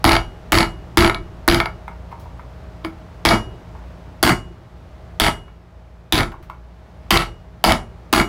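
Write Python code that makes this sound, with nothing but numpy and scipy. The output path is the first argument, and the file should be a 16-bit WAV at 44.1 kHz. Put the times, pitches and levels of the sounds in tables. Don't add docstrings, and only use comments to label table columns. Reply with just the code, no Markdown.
import sys
import numpy as np
from scipy import signal
from scipy.fft import rfft, irfft
from scipy.io import wavfile
from scipy.ndimage import uniform_filter1d, minimum_filter1d

SR = 44100
rng = np.random.default_rng(int(sys.argv[2]) if len(sys.argv) > 2 else 0)


def bounce(signal):
    frames = np.transpose(np.atleast_2d(signal))
    limited = np.clip(frames, -1, 1)
    pcm = np.round(limited * 32767).astype(np.int16)
    wavfile.write(sys.argv[1], SR, pcm)


N = 365148

# (time [s], force [dB], hub frequency [Hz], tilt [dB/octave], chatter length [s], then as
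# offsets to the force: bite [dB], thump [dB], hub [dB], socket [dB], ping [dB], chatter [dB],
# landing [dB])
BLOWS = [(0.0426, 14, 333.3, -4, 0.13, -20.5, 6, 6, 6.5, -13, -3.5, -28),
         (0.521, 13, 334.3, -2, 0.12, -10, 3, 3, 2.5, -6, -3, -26.5),
         (0.9724, 14, 340, -3, 0.11, -9, 2.5, 3.5, 1.5, -11, -4, -29),
         (1.4784, 9, 341, -3.5, 0.075, -25.5, 8.5, 9, 4, -3.5, 3.5, -22),
         (2.8425, -34.5, 325, -9, .01, -7.5, 22.5, 28.5, -21, -25, -24, -32),
         (3.2513, 14, 330.4, -2.5, 0.06, -8.5, 1, -3.5, 2.5, -6, -2.5, -25),
         (4.2281, 11.5, 336.5, 0.5, 0.09, -15, 0.5, -2, 2, 4.5, -0.5, -22.5),
         (5.1991, 10.5, 317, -0.5, 0.085, 1, 1.5, -6.5, 3.5, 1, -1.5, -26.5),
         (6.1238, 9, 338, -1, 0.11, 0.5, 4, 1, -22, 5.5, -3.5, -19),
         (7.1065, 13, 341, -1.5, 0.12, -2.5, 0.5, -1, -1.5, -2.5, -7, -29),
         (7.64, 14, 327.8, -3, 0.099, -8.5, -2, -7.5, -4.5, -3, -7.5, -22.5),
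         (8.128, 9.5, 335, -2, 0.087, -11.5, 1.5, -6, 5.5, -11, -0.5, -24.5)]
# (time [s], level [dB], tilt [dB/octave])
REBOUNDS = [(0.0691, -22, -2), (0.0923, 2.5, 0.5), (0.1101, -4, -3), (0.1186, -4, 11), (0.5853, -3, 3),
            (1.0456, -22, 2), (1.0967, -10, -3), (1.1457, -15.5, -3), (1.5454, -2, 3), (1.6016, -7, -3),
            (1.6572, -14.5, -4), (2.8475, -19, -2.5), (3.289, 4, 2.5), (3.3091, -0.5, -2.5),
            (7.1733, 0.5, 4), (7.7211, -3, 4)]
# (time [s], level [dB], tilt [dB/octave], t60 [s])
NUDGES = [(1.8794, -21.5, 11.5, 0.021), (2.113, -39, 14.5, 0.097), (2.126, -32, 1, 0.059),
          (2.197, -52, 32, 0.2), (2.255, -40, -4, 0.12), (2.394, -31, 9.5, 0.042), (3.751, -35, 0, 0.054),
          (5.48, -37, 10.5, 0.022), (6.318, -33, 14, 0.062), (6.34, -33, 1, 0.031),
          (6.426, -48, 20.5, 0.14), (6.4986, -23.5, 13, 0.019), (6.533, -44.5, 12, 0.059)]

# (frequency [Hz], relative level [dB], t60 [s])
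WHEEL_MODES = [(408, -7, .2), (645, -6, .22), (672, -1, .16), (722, -8, .18), (825, -8, .22),
               (882, -5, .22), (947, -5, .18), (1018, -5, .18), (1152, -10, .22), (1291, -3, .22),
               (1324, -2, .22), (1399, -7, .2), (1437, -6, .24), (1658, -8, .18), (1822, -7, .15),
               (2125, -4, .14), (2196, -4, .16), (2260, -2, .18)]
SOCKET_MODES = [(1590, -17, .4), (2890, -9, .43), (3208, -12, .17), (3795, -12, .18), (4495, -10, .18),
                (4527, -9, .21), (4650, -11, .17), (5755, -13, .29), (6855, -11, .26), (8064, -17, .2),
                (9340, -14, .2), (10770, -17, .32), (12260, -9, .22)]
RACE_MODES = [(10248, -14, 0.22), (10220, 0, 0.084)]
BOUNCE_MODES = [(41.3, 1.5, 0.54), (67.6, -0.5, .4), (107.7, -6, 0.6), (158.9, -6.5, 0.41)]

# (frequency [Hz], relative level [dB])
CRACK_SPECTRUM = [(120, -17), (250, -4.5), (340, 5), (500, -11.5), (660, -1), (1300, -1), (1550, -1.5),
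                  (2200, -6.5), (2480, -29.5), (3000, -28), (4600, -4.5), (5700, -14.5), (9000, -15),
                  (15500, -15)]
BITE_SPECTRUM = [(500, -50), (2200, -16), (2700, 0), (3200, 0), (3800, -7), (5000, -24), (15000, -50)]
THUMP_SPECTRUM = [(20, -17), (45, -0.5), (90, -3), (160, -7), (280, -7), (400, -16), (520, -22),
                  (2000, -49)]
CLACK_SPECTRUM = [(200, -18), (500, -15), (680, -1), (1300, 2), (1550, -3), (2200, 2), (2500, -5),
                  (3000, -3), (3700, -6), (4700, -3), (5800, -19), (8000, -25), (15500, -29)]
KNOCK_SPECTRUM = [(40, -11), (120, 13.5), (260, 14.5), (400, -10), (510, 6), (680, 3.5), (950, -7),
                  (1300, 10.5), (1550, -13.5), (2200, 7.5), (2500, -17.5), (4600, -44.5), (6500, -35.5),
                  (15000, -58.5)]
SCUFF_SPECTRUM = [(200, -24.5), (500, -11), (700, 5), (950, 15.5), (1500, -6), (2200, -19), (2800, -29),
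                  (5000, -54), (8000, -61), (15000, -58)]
AIR_SPECTRUM = [(20, -31.5), (38, -9.5), (55, 7.5), (130, -5), (250, -12), (700, -14.5), (1200, -19.5),
                (2500, -29.5), (5000, -37), (9000, -47.5), (15000, -52)]

# (frequency [Hz], t60 [s])
ROOM_T60 = [(60, 0.83), (200, 0.25), (500, 0.29), (1500, 0.23), (4000, 0.18), (8000, 0.24), (15000, 0.15)]
# (frequency [Hz], level [dB])
HUM_PARTIALS = [(59.2, -46.5), (86.1, -54.5), (118.4, -53), (172.3, -53.5), (629.8, -59.5), (689.1, -77),
                (834.4, -67.5)]
# (time [s], gain [dB])
BACKGROUND_GAIN = [(0, 6), (2, 4.5), (3.9, 5), (4.7, 1), (5.1, 3.5), (5.6, -2), (6.7, -1), (7.05, 2),
                   (7.5, 0), (8.28, 2.5)]


def mallet_blows(wheel_db=-26, socket_db=-27, ping_db=-24, hub_db=-13, hub_t60=0.25, hub_rise_s=0.006):
    cracks, rings = np.zeros((2, N))
    wheel, socket, race = mode_bank(WHEEL_MODES), mode_bank(SOCKET_MODES), mode_bank(RACE_MODES)
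    socket_hz = np.transpose(SOCKET_MODES)[0]
    socket_ring = amp(-np.log2(socket_hz / 2900)) @ socket
    swell = 1 - np.exp(-(np.arange(SR) / SR / hub_rise_s) ** 2)
    for onset, force_db, hub_hz, tilt_db, _, *offsets_db in BLOWS:
        bite_gain, thump_gain, hub_gain, socket_gain, ping_gain, _, _ = amp(offsets_db)
        crack = contact_burst(CRACK_SPECTRUM, t60=0.022, tilt_db=tilt_db)
        bite = contact_burst(BITE_SPECTRUM, t60=0.011, contact_s=0.0012)
        add(cracks, onset, amp(force_db) * (crack + bite_gain * bite))
        metal = amp(wheel_db) * strike(wheel) + amp(socket_db) * socket_gain * socket_ring
        ping = amp(ping_db) * ping_gain * race.sum(0)
        hub = amp(hub_db) * hub_gain * swell * mode_bank([(hub_hz, 0, hub_t60)])[0]
        add(rings, onset, amp(force_db) * (metal + ping + hub + thump_gain * wheel_thump()))
    return cracks, rings


def wheel_thump(delay_s=0.0071, rise_s=0.0064, t60=0.17, thud_db=-10, bounce_db=-29):
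    t = np.arange(SR) / SR
    swell = 1 - np.exp(-(np.maximum(t - delay_s, 0) / rise_s) ** 2)
    thud = amp(thud_db - 60 * t / t60) * noise(THUMP_SPECTRUM, len(t))
    rocking = amp(bounce_db) * strike(mode_bank(BOUNCE_MODES))
    return swell * (thud + rocking)


def socket_chatter(clack_db=-1, wheel_db=-19, ping_db=-21, socket_db=-38, pressed_t60=1.0):
    clacks, rings = np.zeros((2, N))
    damping = amp(-60 * np.arange(SR) / SR / pressed_t60)
    wheel, race = mode_bank(WHEEL_MODES) * damping, mode_bank(RACE_MODES) * damping
    socket = mode_bank(SOCKET_MODES)
    for onset, db, tilt_db in REBOUNDS + socket_hops():
        clack = contact_burst(CLACK_SPECTRUM, t60=0.011, tilt_db=tilt_db, contact_s=0.0011)
        add(clacks, onset, amp(db + clack_db) * clack)
        steel = amp(ping_db) * strike(race) + amp(socket_db) * strike(socket)
        high_ring = amp(2 * min(tilt_db, 0)) * steel
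        low_ring = amp(wheel_db - 2 * tilt_db) * strike(wheel)
        add(rings, onset, amp(db) * (low_ring + high_ring))
    return clacks, rings


def socket_hops(count=8, first_hop_s=0.0076, slowing=1.36, fade_db=22.5, seating_db_per_s=2996):
    rows, hop = [], 1 + np.arange(count)
    for onset, force_db, _, _, length_s, *_, chatter_db, _ in BLOWS:
        jitter = (hop > 1) * 0.3 * rng.uniform(-1, 1, count)
        delay = first_hop_s * (hop + jitter) ** slowing
        progress = np.maximum(delay - first_hop_s, 0) / length_s
        loss_db = fade_db * progress ** 0.56
        seating_db = seating_db_per_s * np.maximum(delay - length_s, 0)
        scatter_db = 0.5 * rng.standard_normal(count)
        db = force_db + chatter_db - loss_db - seating_db + scatter_db
        tilt_db = 1.5 - 4 * np.minimum(progress, 1)
        rows += zip(onset + delay, db, tilt_db)
    return rows


def wheel_landings(delay_s=0.075, t60=0.1):
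    knocks = np.zeros(N)
    for onset, force_db, *_, landing_db in BLOWS:
        add(knocks, onset + delay_s, amp(force_db + landing_db) * contact_burst(KNOCK_SPECTRUM, t60))
    return knocks


def finger_nudges(wheel_db=-25):
    scuffs, wheel = np.zeros(N), mode_bank(WHEEL_MODES)
    for onset, db, tilt_db, t60 in NUDGES:
        add(scuffs, onset, amp(db) * contact_burst(SCUFF_SPECTRUM, t60, tilt_db))
        add(scuffs, onset, amp(db + wheel_db) * strike(wheel))
    return scuffs


def workshop_reverberation(x, count=5):
    turn = 2 * np.arange(N) / SR
    shares = (np.maximum(1 - abs((turn - k) % count - 1), 0) for k in range(count))
    return sum(signal.fftconvolve(x * np.sqrt(share), room_response())[:N] for share in shares)


def room_response(gap_s=0.0028, late_db=-42, late_t60=0.55):
    hz, t, spectrum = signal.stft(rng.standard_normal(SR), SR, nperseg=256)
    early = amp(-60 * t / read_curve(ROOM_T60, hz)[:, None])
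    late = amp(late_db - 60 * t / late_t60) / (1 + (hz[:, None] / 2000) ** 2)
    tail = signal.istft(spectrum * (early + late), SR, nperseg=256)[1]
    tail *= np.arange(len(tail)) > gap_s * SR
    return tail / np.linalg.norm(tail)


def motor_and_air(air_db=-44, waver=0.14):
    t = np.arange(N) / SR
    knots = np.linspace(0, t[-1], num=60)
    hum = np.zeros(N)
    for hz, db in HUM_PARTIALS:
        sway, drift = (np.interp(t, knots, row) for row in rng.standard_normal((2, len(knots))))
        phase = 2 * np.pi * hz * t + 2 * waver * drift
        hum += np.sqrt(2) * amp(db) * (1 + waver * sway) * np.sin(phase)
    air = amp(air_db) * noise(AIR_SPECTRUM, N)
    return (hum + air) * amp(np.interp(t, *np.transpose(BACKGROUND_GAIN)))


def contact_burst(spectrum, t60, tilt_db=0, contact_s=0.00017):
    t = np.arange(SR // 3) / SR
    envelope = amp(-60 * np.maximum(t - contact_s, 0) / t60)
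    excitation = rng.choice([-1, 1], len(t)) * envelope
    return shape_spectrum(excitation, spectrum, tilt_db, build_cycles=1.3)[:SR // 4]


def mode_bank(modes):
    t = np.arange(SR) / SR
    return np.array([amp(db - 60 * t / t60) * np.sin(2 * np.pi * hz * t) for hz, db, t60 in modes])


def strike(bank, spread_db=2):
    signs = rng.choice([-1, 1], len(bank))
    return (signs * amp(spread_db * rng.standard_normal(len(bank)))) @ bank


def noise(spectrum, size):
    return unit_rms(shape_spectrum(rng.standard_normal(size), spectrum))


def shape_spectrum(x, spectrum, tilt_db=0, build_cycles=0):
    hz = np.fft.rfftfreq(len(x), 1 / SR)
    octaves = np.log2(np.clip(hz, 700, 5000) / 2000)
    gain = unit_rms(amp(read_curve(spectrum, hz) + tilt_db * octaves))
    phase_lag = 2 * np.pi * build_cycles * np.log(hz + 100)
    return irfft(rfft(x) * gain * np.exp(-1j * phase_lag), len(x))


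def read_curve(points, hz):
    point_hz, values = np.transpose(points)
    return np.interp(np.log(hz + 1), np.log(point_hz + 1), values)


def amp(db):
    return 10 ** (np.asarray(db) / 20)


def unit_rms(x):
    return x / np.sqrt(np.mean(x ** 2) + 1e-20)


def add(mix, onset, sound):
    part = mix[max(round(onset * SR), 0):][:len(sound)]
    part += sound[:len(part)]


def scene(blow_room_db=-6, chatter_room_db=-10, nudge_room_db=-5):
    cracks, rings = mallet_blows()
    clacks, chatter_rings = socket_chatter()
    clatter = clacks + wheel_landings()
    fingers = finger_nudges()
    direct = cracks + rings + clatter + chatter_rings + fingers
    to_walls = amp(blow_room_db) * cracks + amp(chatter_room_db) * clatter + amp(nudge_room_db) * fingers
    return (direct + workshop_reverberation(to_walls) + motor_and_air())[None]


def record(dry):
    overload, ceiling_db, recovery_db_per_s, cutoff_hz = 10.0, -1.0, 265, 15900
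    saturated = overload * np.tanh(dry[0] / overload)
    excess_db = np.maximum(20 * np.log10(abs(saturated) + 1e-9) - ceiling_db, 0)
    recovery_db = np.arange(N) * recovery_db_per_s / SR
    held_db = np.maximum.accumulate(excess_db + recovery_db) - recovery_db
    gain_db = uniform_filter1d(minimum_filter1d(-held_db, size=31), size=31)
    low_pass = signal.firwin(255, cutoff_hz, window=("kaiser", 8), fs=SR)
    return signal.oaconvolve(saturated * amp(gain_db), low_pass, "same")[None]


dry = scene()
out = record(dry)
bounce(out)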